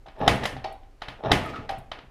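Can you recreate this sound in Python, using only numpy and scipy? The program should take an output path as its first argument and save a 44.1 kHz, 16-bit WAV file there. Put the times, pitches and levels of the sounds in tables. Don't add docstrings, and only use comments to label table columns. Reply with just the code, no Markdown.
import sys
import numpy as np
from scipy import signal
from scipy.fft import rfft, irfft
from scipy.io import wavfile
from scipy.ndimage import uniform_filter1d

SR = 44100
rng = np.random.default_rng(int(sys.argv[2]) if len(sys.argv) > 2 else 0)


def field_ratio(decibels):
    return 10 ** (np.asarray(decibels, dtype=float) / 20)


def waveform_to_disk(signal):
    frames = np.transpose(np.atleast_2d(signal))
    scaled = np.clip(frames, -1, 1) * 32767
    samples = np.round(scaled).astype(np.int16)
    wavfile.write(sys.argv[1], SR, samples)


N = 92610

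# frequency in Hz, density in dB per Hz.
AIR_SPECTRUM = [(12, -26.5), (20, 7), (60, -7), (150, -21.5), (193, -31.5), (270, -20.5), (5230, -46.5),
                (13500, -56.5), (16000, -71.5)]
# frequency in Hz, t60 in seconds.
GARAGE_DECAY = [(100, 0.98), (700, 0.45), (3000, 0.42), (12000, 0.29)]

# time in seconds, whirr level in dB.
COAST_LEVELS = [
    [(0.29, -26.5), (0.336, -41), (0.414, -44), (0.451, -40), (0.459, -32), (0.47, -53), (0.632, -85),
     (0.64, -54)],
    [(1.33, -26), (1.396, -44), (1.504, -41), (1.522, -50), (1.566, -48), (1.684, -65), (1.69, -52)],
]
# frequency in Hz, density in dB per Hz.
WHIRR_SPECTRUM = [(120, -54), (200, -4), (437, 2.5), (1110, -14), (1260, -13), (1430, -40.5), (1810, -1),
                  (11800, -41), (15500, -44)]
# start in seconds, length in seconds, level in dB.
EXHAUST_PUFFS = [(.21, 0.18, -33), (.285, 0.15, -28), (.41, 0.026, -43), (.53, 0.046, -35.5),
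                 (.56, 0.042, -40.5), (1.085, 0.05, -45.5), (1.245, 0.2, -33), (1.32, 0.062, -28),
                 (1.41, 0.046, -33.5), (1.48, 0.077, -39.5), (1.585, 0.054, -37), (1.775, 0.037, -40),
                 (1.7, 0.07, -46.5), (2.03, 0.042, -51)]
# frequency in Hz, width in Hz, level in dB.
EXHAUST_MODES = [(38.3, 8.6, -6), (61.6, 14, 1.5), (121, 20.1, 4), (140.8, 20, 1.5), (256, 53.6, -3)]
# start in seconds, length in seconds, pitch in Hz, level in dB.
BEARING_SQUEAKS = [(0.417, 0.079, 1770, -42), (1.42, 0.13, 1850, -52), (1.451, 0.053, 1280, -38),
                   (1.534, 0.035, 1322, -38.5), (1.557, 0.043, 1255, -38), (0.456, 0.19, 1824, -51)]

# time in seconds, peak in dB.
SPRING_TICKS = [(0.192, -55), (.217, -53.5), (.24, -53.5), (.262, -50), (0.36, -37.5), (0.726, -46.5),
                (1.2386, -63), (1.274, -62), (1.4384, -46), (1.4599, -42), (1.497, -52.5), (1.561, -56),
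                (1.709, -43.5), (1.785, -42.5)]
# time in seconds, level in dB.
COVER_KNOCKS = [(.059, -46.5), (.074, -42.5), (0.565, -34), (0.645, -33.5), (.6476, -31), (.6528, -29.5),
                (0.714, -37.5), (1.207, -39.5), (1.6925, -34), (1.6977, -28.5), (1.7028, -30),
                (1.7221, -31.5), (1.796, -48)]
# frequency in Hz, level in dB, t60 in seconds.
COVER_MODES = [(658, -15.5, 0.19), (695, -9, 0.08), (736, -10, 0.061), (776.7, 0, 0.13), (830, -14, 0.14),
               (541, -24, 0.15)]
# time in seconds, level in dB.
LEVER_RETURNS = [
    (0.6427, -42),
    (0.6461, -40.5),
    (1.6923, -45.5),
    (1.6956, -41.5),
]
# frequency in Hz, level in dB, t60 in seconds.
LEVER_MODES = [(1080, -10.5, 0.037), (1350, -8, .025), (1876, 4, 0.047), (2370, 0.5, 0.032),
               (2670, -1.5, 0.038), (3340, -16, .02), (3920, 3, .02), (4360, 2, 0.013), (4940, -2.5, 0.01),
               (5160, -3, .012), (5900, -14, .012)]

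# time in seconds, level in dB.
GEAR_STROKES = [
    [(0.15, -57.5), (0.197, -36)],
    [(0.204, -33.5), (0.218, -25.5), (0.26, -28), (0.272, -22.5)],
    [(0.292, -26), (0.418, -39.5), (0.434, -32), (0.46, -37.5), (0.53, -64)],
    [(1.19, -48), (1.212, -47.5), (1.22, -56), (1.23, -36.5)],
    [(1.237, -33.5), (1.261, -24), (1.291, -32.5), (1.31, -23)],
    [(1.33, -34), (1.382, -32), (1.538, -42.5), (1.628, -45), (1.66, -45)],
]
# time in seconds, level in dB above the scrape.
LOADED_TEETH = [(0.205, 3.5), (0.2157, 3), (0.226, 5), (0.2351, 5.5), (.2445, 2.5), (.2525, 0),
                (0.2653, 4.5), (0.274, -1), (1.2366, 0), (1.25, 5.5), (1.2599, 0), (1.271, 8.5),
                (1.2847, 6.5), (1.297, 10), (1.311, 7.5)]
# frequency in Hz, width in Hz, level in dB.
GEAR_MODES = [(128, 37, -8), (253.5, 80, -8), (444.2, 41, 4), (641, 58, 3.5), (724, 110, 1),
              (853.5, 54, 2.5), (1135, 170, -10), (1850, 170, -16.5), (2400, 530, -26), (3800, 720, -28.5),
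              (5240, 500, -35)]

# time in seconds, peak in dB, treble in dB, bass in dB, snap hardness in dB.
CONTACTS = [(0.0635, -39, -22.5, 4, -14), (0.0837, -37.5, -40.5, -2, 1), (0.161, -45.5, -33, -7.5, -11),
            (0.203, -40.5, -35, -2, -2), (0.2772, -5, -12.5, -3, 8), (0.4339, -26.5, -13, -1, 7),
            (0.438, -26.5, -9, -7, -2), (0.4537, -16.5, -10, -10, 1.5), (0.4575, -21.5, -15, -11, -3),
            (0.5662, -31.5, -39, -2, -10), (0.6433, -24.5, -22, -15, -6.5), (0.8324, -50.5, -40.5, 3.5, -8),
            (1.008, -49.5, -30, -5.5, -7), (1.0188, -23, -24.5, -12, 1.5), (1.0837, -24, -21.5, -3, 1.5),
            (1.208, -65, -33, -1.5, -1), (1.237, -36.5, -52, 6.5, -1), (1.3158, -6, -12.5, -2.5, 7.5),
            (1.5393, -39.5, -33, 1, 3), (1.5584, -30, -39, -1.5, -16), (1.6918, -21.5, -20, -15, -17),
            (1.9162, -23, -26, -11.5, 3.5), (1.9879, -34.5, -43, -4, 1)]
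# frequency in Hz, density in dB per Hz.
CRACK_SPECTRUM = [(59, -42.5), (100, -13.5), (791, -3), (1090, -8), (2580, -10.5), (3120, -11),
                  (7560, -28.5), (9740, -27), (15500, -42.5)]
# frequency in Hz, level in dB, t60 in seconds.
CASE_MODES = [(190, -11.5, 0.022), (300, -8.5, 0.03), (434, -17, 0.024), (747, 0, 0.018), (828, -2, 0.028),
              (1301, -3.5, 0.021), (1530, -10.5, .025), (1870, -4.5, 0.019), (2050, -7.5, 0.03),
              (3116, -7, 0.012), (3188, -8, 0.023), (3538, -6, 0.023), (3840, -4.5, 0.017),
              (5316, -8.5, 0.02)]


def rms_one(x):
    return x / np.sqrt(np.mean(x ** 2) + 1e-20)


def at_hz(points, hz):
    table_hz, value = np.array(points).T
    return np.interp(np.log(hz + 1e-9), np.log(table_hz), value)


def coloured(x, spectrum):
    gain = field_ratio(at_hz(spectrum, np.fft.rfftfreq(N, 1 / SR)))
    return irfft(rfft(x) * rms_one(gain), N)


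def cut(x, hz, kind):
    return signal.sosfilt(signal.butter(4, hz, kind, fs=SR, output="sos"), x)


def ring(x, hz, t60):
    r, w = field_ratio(-60 / (t60 * SR)), 2 * np.pi * hz / SR
    return signal.lfilter([0, np.sin(w)], [1, -2 * r * np.cos(w), r * r], x + 1e-18)


def resonate(x, table):
    out = 0
    for k, (hz, width, db) in enumerate(table):
        r, w = np.exp(-np.pi * width / SR), 2 * np.pi * hz / SR
        mode = signal.lfilter([1 - r * r, 0, r * r - 1], [1, -2 * r * np.cos(w), r * r], x)
        out = out + (-1) ** k * field_ratio(db) * mode
    return out


def grit(spread_db):
    grain_db = spread_db * np.minimum(rng.exponential(1, N), 4)
    return rms_one(rng.standard_normal(N) * field_ratio(grain_db))


def clicks(times, gains_db):
    out = np.zeros(N)
    index = (np.asarray(times) * SR).astype(int)
    np.add.at(out, np.clip(index, 0, N - 1), field_ratio(gains_db))
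    return out


def bursts(times, gains_db, rise, decay):
    starts = clicks(np.asarray(times) - rise, gains_db)
    fall = signal.lfilter([1], [1, -np.exp(-1 / (decay * SR))], starts + 1e-18)
    steps = max(int(rise * SR), 1)
    return np.convolve(fall, np.ones(steps) / steps)[:N]


def swells(rows):
    t = np.arange(N) / SR
    out = 0
    for start, length, db in rows:
        phase = np.clip((t - start) / length, 0, 1)
        out = out + field_ratio(db) * np.sin(np.pi * phase ** 0.38)
    return out


def level(tables):
    t = np.arange(N) / SR
    out = 0
    for rows in tables:
        s, db = np.transpose(rows)
        out = out + field_ratio(np.interp(t, [s[0] - .008, *s, s[-1] + 0.12], [-100, *db, -100]))
    return out


def air():
    return field_ratio(-49.5) * rms_one(coloured(rng.standard_normal(N), AIR_SPECTRUM))


def garage(x):
    first_echo_s = 0.002
    t, tail = np.arange(SR) / SR, 0
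    for hz in 60 * 2. ** np.arange(8):
        octave = signal.butter(2, [hz, 2 * hz], "band", fs=SR, output="sos")
        band = signal.sosfilt(octave, rng.standard_normal(SR))
        tail = tail + band * field_ratio(-60 * t / at_hz(GARAGE_DECAY, hz * 2.8))
    tail = tail * np.clip(t / first_echo_s, 0, 1) ** 2
    return signal.fftconvolve(x, tail / np.sqrt(np.sum(tail ** 2)))[:N]


def whirr():
    grains_per_s = 1200
    large = rng.random(N) < grains_per_s / SR
    grains = rng.standard_normal(N) * (0.45 + 1.5 * large)
    return field_ratio(2) * rms_one(coloured(grains, WHIRR_SPECTRUM)) * level(COAST_LEVELS)


def exhaust():
    breath = cut(resonate(rng.standard_normal(N), EXHAUST_MODES), 2300, "low")
    breath = breath / np.sqrt(uniform_filter1d(breath ** 2, size=1500))
    return breath * swells(EXHAUST_PUFFS)


def squeaks():
    noise, out = rng.standard_normal(N), 0
    for start, length, hz, db in BEARING_SQUEAKS:
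        peak = [(hz, 160, 0)]
        tone = resonate(resonate(noise, peak), peak)
        tone = tone / np.sqrt(uniform_filter1d(tone ** 2, size=1200))
        out = out + tone * swells([(start, length, db)])
    return out


def ticks():
    s, db = np.transpose(SPRING_TICKS)
    peak = [(10320, 5300, 0)]
    bright = rms_one(resonate(resonate(grit(4.8), peak), peak))
    return bright * bursts(s, db - 11, rise=0.002, decay=0.0063)


def cover():
    s, db = np.transpose(COVER_KNOCKS)
    rattle = rng.standard_normal(N) * bursts(s, db - 35.5, rise=0.0047, decay=0.037)
    drive, out = clicks(s, db) + rattle, 0
    for hz, gain_db, t60 in COVER_MODES:
        out = out + field_ratio(gain_db) * ring(drive, hz, t60)
    return cut(out, [330, 1600], "band")


def lever():
    s, db = np.transpose(LEVER_RETURNS)
    draw = rng.standard_normal((len(s), len(LEVER_MODES)))
    out = 0
    for k, (hz, gain_db, t60) in enumerate(LEVER_MODES):
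        out = out + ring(clicks(s, db + gain_db + 2.0 * draw[:, k]), hz, t60)
    return cut(out, 5300, "low")


def gear():
    teeth_per_s, jitter, spread_db, cut_hz = 95, 0.27, 0.5, 6300
    draw = rng.standard_normal((400, 2))
    s = np.cumsum(np.clip(1 + jitter * draw[:, 0], .3, 3) / teeth_per_s)
    loaded_s, loaded_db = np.transpose(LOADED_TEETH)
    gap = np.abs(s[:, None] - loaded_s).min(axis=1)
    free = (s < N / SR) & (gap > .012)
    tooth_s = np.r_[s[free], loaded_s]
    tooth_db = np.r_[spread_db * draw[free, 1], loaded_db]
    pulse = 0.81 + bursts(tooth_s, tooth_db, rise=0.0033, decay=0.003)
    pulse = uniform_filter1d(pulse, size=60)
    body = cut(cut(resonate(grit(0.61), GEAR_MODES), cut_hz, "low"), cut_hz, "low")
    even = np.sqrt(uniform_filter1d(body ** 2, size=400))
    return cut(field_ratio(-3.5) * body / even * pulse * level(GEAR_STROKES), cut_hz, "low")


def hits():
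    bass_hz, treble_hz = 315, 4950
    s, db, treble_db, bass_db, hard_db = np.transpose(CONTACTS)
    treble_db = treble_db + 12.5
    noise, near, far = grit(2.5), 0, 0
    bands = [(bass_db, .001, bass_hz, "low"),
             (0, .002, [bass_hz, treble_hz], "band"),
             (treble_db, .004, [treble_hz, 15300], "band")]
    for extra_db, lag, edges, kind in bands:
        chatter = noise * bursts(s + lag, db + extra_db, rise=0.0034, decay=0.0026)
        near = near + cut(coloured(chatter, CRACK_SPECTRUM), edges, kind)
        far = far + cut(coloured(clicks(s + lag, db + extra_db), CRACK_SPECTRUM), edges, kind)

    snap_s, snap_db = s + 0.001221, db + hard_db
    floor_echo = clicks(snap_s + 0.002566, snap_db - 3.5)
    snap = clicks(snap_s, snap_db) + floor_echo
    thud = clicks(snap_s, snap_db + 2 * bass_db + 9.5)
    ping = clicks(snap_s, snap_db + treble_db)
    case = 0
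    for hz, gain_db, t60 in CASE_MODES:
        blow = thud if hz < bass_hz else snap if hz < treble_hz else ping
        case = case + field_ratio(gain_db) * ring(-blow, hz, t60)
    return field_ratio(-2) * near + field_ratio(-12) * cut(case, 5900, "low"), field_ratio(16.5) * far


def scene():
    near, far = hits()
    spring, arm = ticks(), lever()
    inner = cover() + gear() + whirr() + exhaust() + squeaks()
    send = far + field_ratio(-5.5) * (inner + spring) + field_ratio(-1.5) * arm
    return (near + spring + inner + arm + field_ratio(-4) * garage(send) + air())[None]


def roll_off(x):
    return signal.sosfilt(signal.butter(12, 16430, fs=SR, output="sos"), x)


def record(dry):
    soft = 1.05 * np.tanh(dry / 1.05)
    mic = signal.sosfilt(signal.cheby2(10, 40, 16450, fs=SR, output="sos"), soft)
    return roll_off(mic)


dry = scene()
out = record(dry)
waveform_to_disk(out)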